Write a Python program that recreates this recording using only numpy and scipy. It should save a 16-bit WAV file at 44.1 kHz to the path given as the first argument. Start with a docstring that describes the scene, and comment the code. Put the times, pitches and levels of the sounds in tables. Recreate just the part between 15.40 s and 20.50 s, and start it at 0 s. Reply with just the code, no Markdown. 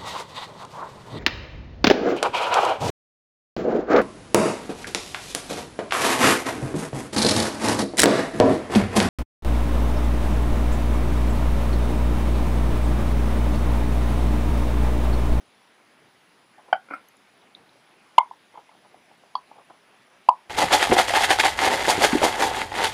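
"""Room noise, faint narrow bands of high hiss and a soft low rustle, all shaped noise, run throughout.
After a second a tool knocks lightly on an opened camera body and skids; a plastic catch snaps, its spring rings.
A tool is laid on the rubber mat with a short clatter of struck modes, then short high metallic ticks sound in pairs
of modes. A very hard knock, a swelling resonance of the hollow body, overloads the recorder; lighter knocks and
rasping skids follow, and a second hard knock overloads it near the end. Echoes and a tail form a small room."""
import sys
import numpy as np
from scipy import signal
from scipy.fft import rfft, irfft, next_fast_len
from scipy.io import wavfile
from scipy.ndimage import uniform_filter1d

SR = 44100
rng = np.random.default_rng(int(sys.argv[2]) if len(sys.argv) > 2 else 0)


def generate_wav(sig):
    """Save sig (samples, or channels by samples) to the path in sys.argv[1] as 16-bit PCM at SR."""
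    pcm = np.round(np.clip(np.atleast_2d(sig).T, -1, 1) * 32767).astype(np.int16)
    wavfile.write(sys.argv[1], SR, pcm)


N = 224733  # length of the scene in samples


def amp(db):
    """Decibels to gain."""
    return 10 ** (np.asarray(db) / 20)


def evened(x):
    """Scales to an rms of one."""
    return x / np.sqrt(np.mean(x ** 2) + 1e-20)


def read(points, hz):
    """Reads a table on a log-frequency axis."""
    table_hz, value = np.transpose(points)
    return np.interp(np.log(hz + 1), np.log(table_hz + 1), value)


def add(mix, start_s, sound):
    """Mixes a sound in at its start time, cut off at the end of the mix."""
    part = mix[round(start_s * SR):][:len(sound)]
    part += sound[:len(part)]


def noise(gain):
    """Noise of rms one with the spectrum gain(Hz)."""
    size = next_fast_len(N)
    spectrum = rfft(rng.standard_normal(size)) * gain(np.fft.rfftfreq(size, 1 / SR))
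    return evened(irfft(spectrum, size)[:N])


def wander(rate_hz):
    """Slow chance of rms one."""
    return noise(lambda f: np.exp(-(f / rate_hz) ** 2))


def patchy(x, depth_db, size=14):
    """Lets the level drift a little, separately in patches of time and pitch."""
    z = signal.stft(x, SR, nperseg=512)[2]
    drift = uniform_filter1d(rng.standard_normal(z.shape), size, axis=1)  # along time
    drift = evened(uniform_filter1d(drift, size // 2, axis=0))  # along pitch
    return evened(signal.istft(z * amp(depth_db * drift), SR, nperseg=512)[1][:N])


def swell(crest_s, spread):
    """An envelope that rises smoothly to its crest and dies more slowly."""
    u = np.arange(1, SR // 8) / SR / crest_s
    return np.exp(-.5 * (np.log(u) / spread) ** 2)


def pop(hz, crest_s, spread, sag=0.):
    """A damped resonance that swells over a few cycles; its pitch starts low by the share sag."""
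    envelope = swell(crest_s, spread)
    u = np.arange(len(envelope)) / SR / crest_s
    pitch_hz = hz * (1 - sag * np.exp(-u ** 2))
    return envelope * np.sin(2 * np.pi * np.cumsum(pitch_hz) / SR)


def ring(modes, rise_s):
    """Modes struck together, each dying at its own speed."""
    t = np.arange(SR // 5) / SR
    tones = np.zeros(len(t))
    for hz, db, t60_s in modes:
        tones += amp(db - 60 * t / t60_s) * np.sin(2 * np.pi * (hz * t + rng.random()))
    return tones * (1 - np.exp(-(t / rise_s) ** 2))


def rasp(hz, width_hz, crest_s, spread):
    """Many tiny slips in one broad resonance, under one swell."""
    envelope = swell(crest_s, spread)
    f = np.fft.rfftfreq(len(envelope), 1 / SR)
    resonance = 1 / (1 + ((f - hz) / width_hz) ** 2) ** 2
    slips = irfft(rfft(rng.standard_normal(len(envelope))) * resonance, len(envelope))
    return evened(slips * envelope) * np.sqrt(np.mean(envelope ** 2))


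# spectrum of the room noise: (frequency [Hz], relative level per Hz [dB])
AIR_SPECTRUM = [(12, -51.5), (20, -33), (193, -2), (368, -2), (545, -4.5), (763, -2.5), (1300, -4.5),
                (2270, -4.5), (4980, -14.5), (7590, -22.5), (8970, -25), (10000, -19.5), (11500, -31.5),
                (14900, -29.5), (16200, -50)]
AIR_DB = -59.1  # rms
# faint narrow bands of high hiss: (centre [Hz], width at half amplitude [Hz], rms level [dB])
HISS_BANDS = [(4930, 200, -83), (9880, 300, -76), (13905, 8, -92), (14850, 150, -95)]


def background():
    """Slightly restless room noise, and faint high hiss made of noise in narrow resonant bands."""
    air = amp(AIR_DB) * patchy(noise(lambda f: amp(read(AIR_SPECTRUM, f))), depth_db=1.6)
    hiss = np.zeros(N)
    for hz, width_hz, db in HISS_BANDS:
        hiss += amp(db) * noise(lambda f: 1 / (1 + (2 * (f - hz) / width_hz) ** 2))
    return air + hiss


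# single echoes from nearby surfaces: (delay [s], level [dB])
SURFACE_ECHOES = [(.0068, -16), (.0117, -21), (.0165, -24), (.0250, -24), (.0330, -27)]
# decay of the tail: (frequency [Hz], time to fall by 60 dB [s])
TAIL_T60 = [(200, .18), (900, .14), (1600, .15), (3000, 0.12), (8000, .12)]


def room(x, tail_db, build_up_s):
    """Single echoes from nearby surfaces and a short diffuse tail that dies at its own speed per pitch."""
    size = SR // 3
    taps = rng.choice([-1., 1.], size) * (rng.random(size) < 3000 / SR)  # about 3000 reflections per s
    hz, t, z = signal.stft(taps, SR, nperseg=256)
    z = z * amp(-60 * t / read(TAIL_T60, hz)[:, None])
    lag_s = np.arange(size) / SR
    tail = signal.istft(z, SR, nperseg=256)[1][:size] * (1 - np.exp(-(lag_s / build_up_s) ** 2))
    response = amp(tail_db) * tail / np.linalg.norm(tail)
    for delay_s, db in SURFACE_ECHOES:
        # uneven surfaces dull the treble of an echo
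        add(response, delay_s, amp(db) * signal.windows.hann(11) / 5)
    return signal.fftconvolve(x, response)[:N]


# spectrum of the low rustle: (frequency [Hz], relative level per Hz [dB])
RUSTLE_SPECTRUM = [(60, -24), (130, -4), (250, -1.5), (450, -3), (800, 0), (1200, -3.5), (2500, -17),
                   (5000, -37), (12000, -56.5)]
# level of the low rustle over time: (time [s], level before the rustle gain [dB])
RUSTLE_LEVEL = [(0.0, -70), (0.52, -66), (0.99, -69), (1.52, -63), (1.89, -69), (2.24, -66), (3.22, -71),
                (4.67, -66), (5.1, -68)]


def low_rustle(uneven_db=2.5, rustle_db=1.8):
    """A soft, uneven rustle: low noise whose level flutters and slowly rises and falls."""
    rub = patchy(noise(lambda f: amp(read(RUSTLE_SPECTRUM, f))), depth_db=3.2)
    rustle = evened(rub * amp(uneven_db * wander(rate_hz=21.97)))
    level_s, level_db = np.transpose(RUSTLE_LEVEL)
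    return amp(rustle_db + np.interp(np.arange(N) / SR, level_s, level_db)) * rustle


# short high metallic ticks, the last one together with a knock:
# (time [s], level of the lower mode [dB], lower mode [Hz], upper mode [Hz])
METALLIC_TICKS = [(1.684, -53, 6350, 11400), (1.766, -60, 7050, 10900), (2.016, -59, 3400, 3800),
                  (2.1475, -41, 3600, 3870), (2.291, -55, 3650, 4020), (3.9515, -32, 3314, 4480)]
TICK_CREST_S, UPPER_MODE_DB = .003, 2.5  # the upper mode is the louder


def ticks():
    """Short high metallic ticks: two short resonances with a little grit."""
    out = np.zeros(N)
    for start_s, db, lower_hz, upper_hz in METALLIC_TICKS:
        for hz, mode_db in (lower_hz, 0), (upper_hz, UPPER_MODE_DB):
            grit = rasp(hz, width_hz=900, crest_s=TICK_CREST_S, spread=.5)
            tone = pop(hz, TICK_CREST_S, spread=.42)
            add(out, start_s, amp(db + mode_db) * (tone + amp(-14) * grit))
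    return out


# bounces of a tool laid on the mat: (time [s], level [dB], metal ring relative to the bounce [dB])
BOUNCES = [(1.4865, -39.5, -12), (1.5080, -22.5, -16), (1.5170, -29.5, -12), (1.5362, -29.5, 7),
           (1.5385, -28.5, -12)]
# dull modes of table and handle: (frequency [Hz], relative level [dB], time to fall by 60 dB [s])
TABLE_MODES = [(290, -11, 0.037), (556, -7, .02), (750, -6, 0.017), (1013, -8, 0.024), (1420, 1.5, 0.022),
               (2160, -6, .02), (2310, -3, 0.013)]
# ring of the tool's metal: (frequency [Hz], relative level [dB], time to fall by 60 dB [s])
METAL_MODES = [(1355, 1, .045), (4700, -33, .07), (5400, -38, 0.062), (8580, -39, 0.17), (12400, -39, .08)]
# it scrapes from when its weight comes down until the last bounce, then settles
SCRAPE_AT_S, SCRAPE_ATTACK_S, SCRAPE_DB, SETTLE_DB_PER_S = 1.501, .006, -39.5, 320


def clatter(grains_per_s=1500):
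    """The tool lands handle first, scrapes along the mat, bounces, and its metal end rings."""
    t, last_bounce_s = np.arange(N) / SR, BOUNCES[-1][0]
    grains = rng.standard_normal(N) * (rng.random(N) < grains_per_s / SR)
    scrape = evened(signal.oaconvolve(grains, ring(TABLE_MODES, rise_s=0.00049))[:N])
    attack = np.clip((t - SCRAPE_AT_S) / SCRAPE_ATTACK_S, 0, 1)
    settling_db = SETTLE_DB_PER_S * np.maximum(t - last_bounce_s, 0)
    out = scrape * attack * amp(SCRAPE_DB - settling_db)
    for start_s, db, metal_db in BOUNCES:
        thud = ring(TABLE_MODES, rise_s=0.0013)
        metal = ring(METAL_MODES, rise_s=0.00047)
        add(out, start_s, amp(db) * (thud + amp(metal_db) * metal))
    return out


# modes of the plastic catch: (frequency [Hz], level relative to the snap [dB], time to the crest [s])
CATCH_MODES = [(770, 1, .0041), (1504, -7, .005), (1130, -16, 0.0042), (1680, -20, .004), (2130, -29, .004),
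               (2340, -24, 0.0057), (3110, -16, .0045), (4750, -31.5, 0.0039), (5800, -45.5, .004)]
# thin spring: (frequency [Hz], level relative to the snap [dB], time to fall by 60 dB [s])
SPRING_MODES = [(1405, -33, .19), (1463, -30, .2), (1603, -35, .19), (3200, -48, .25)]
SNAP_AT_S, SNAP_DB = 1.3258, -6


def snap():
    """The catch lets go: its modes sound at once, loose parts chatter, and a spring rings on."""
    out = np.zeros(N)
    catch = sum(amp(db) * pop(hz, crest_s, spread=.4, sag=0.035) for hz, db, crest_s in CATCH_MODES)
    chatter = amp(-27) * rasp(1400, width_hz=1300, crest_s=.007, spread=.7)
    add(out, SNAP_AT_S, catch + chatter)
    add(out, SNAP_AT_S, ring(SPRING_MODES, rise_s=.004))
    return amp(SNAP_DB) * out


# the tip skids on the body: (time [s], level [dB], time to the crest [s])
TIP_SKIDS = [(1.182, -51, .01), (1.268, -50, .022), (3.130, -50, .018), (3.168, -44, .014),
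             (3.440, -52, .014), (4.111, -43, .005), (4.176, -46.5, .012), (4.297, -43, .007)]
SKID_HZ = 830  # every skid rasps in the same resonance
# while the tip probes the body it also slips faintly, at random; SLIP_S is the time to the crest
PROBE_FROM_S, PROBE_TO_S, SLIPS_PER_S, SLIP_DB, SLIP_S = 3.2, 4.45, 5, -54, .008


def skids():
    """The tip slips a little way and rasps in the body's resonance; fainter slips fall in between."""
    out = np.zeros(N)
    probe_s = PROBE_TO_S - PROBE_FROM_S
    chances = rng.random(round(SLIPS_PER_S * probe_s))
    slips = [(PROBE_FROM_S + chance * probe_s, SLIP_DB, SLIP_S) for chance in chances]
    for start_s, db, crest_s in TIP_SKIDS + slips:
        add(out, start_s, amp(db) * rasp(SKID_HZ, width_hz=520, crest_s=crest_s, spread=.55))
    return out


# main resonance of the body and its neighbours:
# (factor on the pitch, relative level [dB], factor on the time to the crest)
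BODY_MODES = [(1, 0, 1), (.7, -25, .9), (1.2, -19, 1.1)]
# overtones of the body: (frequency [Hz], relative level [dB], time to the crest [s])
BODY_OVERTONES = [(2130, -2.5, .007), (3280, -3, .0021), (1420, -16, .008)]
# knocks on the hollow body: (time [s], level [dB], pitch [Hz], hardness of contact as overtone level [dB])
BODY_KNOCKS = [(1.1805, -41, 820, -18), (2.7794, 4, 972, -20), (2.9095, -27, 975, -35),
               (3.1545, -35, 980, -22), (3.1730, -34, 920, -16), (3.2905, -43, 930, -9),
               (3.3490, -47, 790, -20), (3.5420, -39.5, 760, -25), (3.7115, -43, 820, -22),
               (3.9515, -13, 1060, -40), (4.1112, -41, 850, -18), (4.8860, 1.8, 1012, -49)]
# a light knock crests after CREST_S; a full-scale blow takes CREST_GROWTH_S longer
CREST_S, CREST_GROWTH_S = .0034, .00078
# the softer the contact, the lower the pitch starts: share of the pitch per dB of overtones under HARD_DB
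SAG_PER_DB, HARD_DB = .005, -9


def knocks():
    """The tool rocks the hollow body: one broad resonance, with overtones when the contact is hard."""
    out = np.zeros(N)
    for start_s, db, hz, overtones_db in BODY_KNOCKS:
        crest_s = CREST_S + CREST_GROWTH_S * amp(db)
        sag = SAG_PER_DB * max(HARD_DB - overtones_db, 0)
        body = sum(amp(mode_db) * pop(hz * ratio, crest_s * late, spread=.42, sag=sag)
                   for ratio, mode_db, late in BODY_MODES)
        overtones = sum(amp(mode_db) * pop(mode_hz, rise_s, spread=0.28)
                        for mode_hz, mode_db, rise_s in BODY_OVERTONES)
        add(out, start_s, amp(db) * (body + amp(overtones_db) * overtones))
    return out


def scene(count=5, low_hz=130):
    """All the handling, its room and the background; the tail changes in steps as the hands move."""
    work = ticks() + clatter() + snap() + skids() + knocks()
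    # the microphone cuts the bass of the handling sounds
    work = signal.sosfilt(signal.butter(2, low_hz, "highpass", fs=SR, output="sos"), work)
    # each equal stretch of time gets its own chance tail
    place = np.arange(N) * count // N
    echo = sum(room(work * (place == k), tail_db=-16, build_up_s=.006) for k in range(count))
    return (background() + low_rustle() + echo + work)[None]


EDGE_HZ = 16300  # upper band limit


def record(dry):
    """The recorder clips at full scale; then a steep lowpass limits the band."""
    clipped = np.clip(dry, -1, 1)
    lowpass = signal.firwin(511, EDGE_HZ, window=("kaiser", 9), fs=SR)
    return signal.oaconvolve(clipped, lowpass[None], "same")


dry = scene()
out = record(dry)
generate_wav(out)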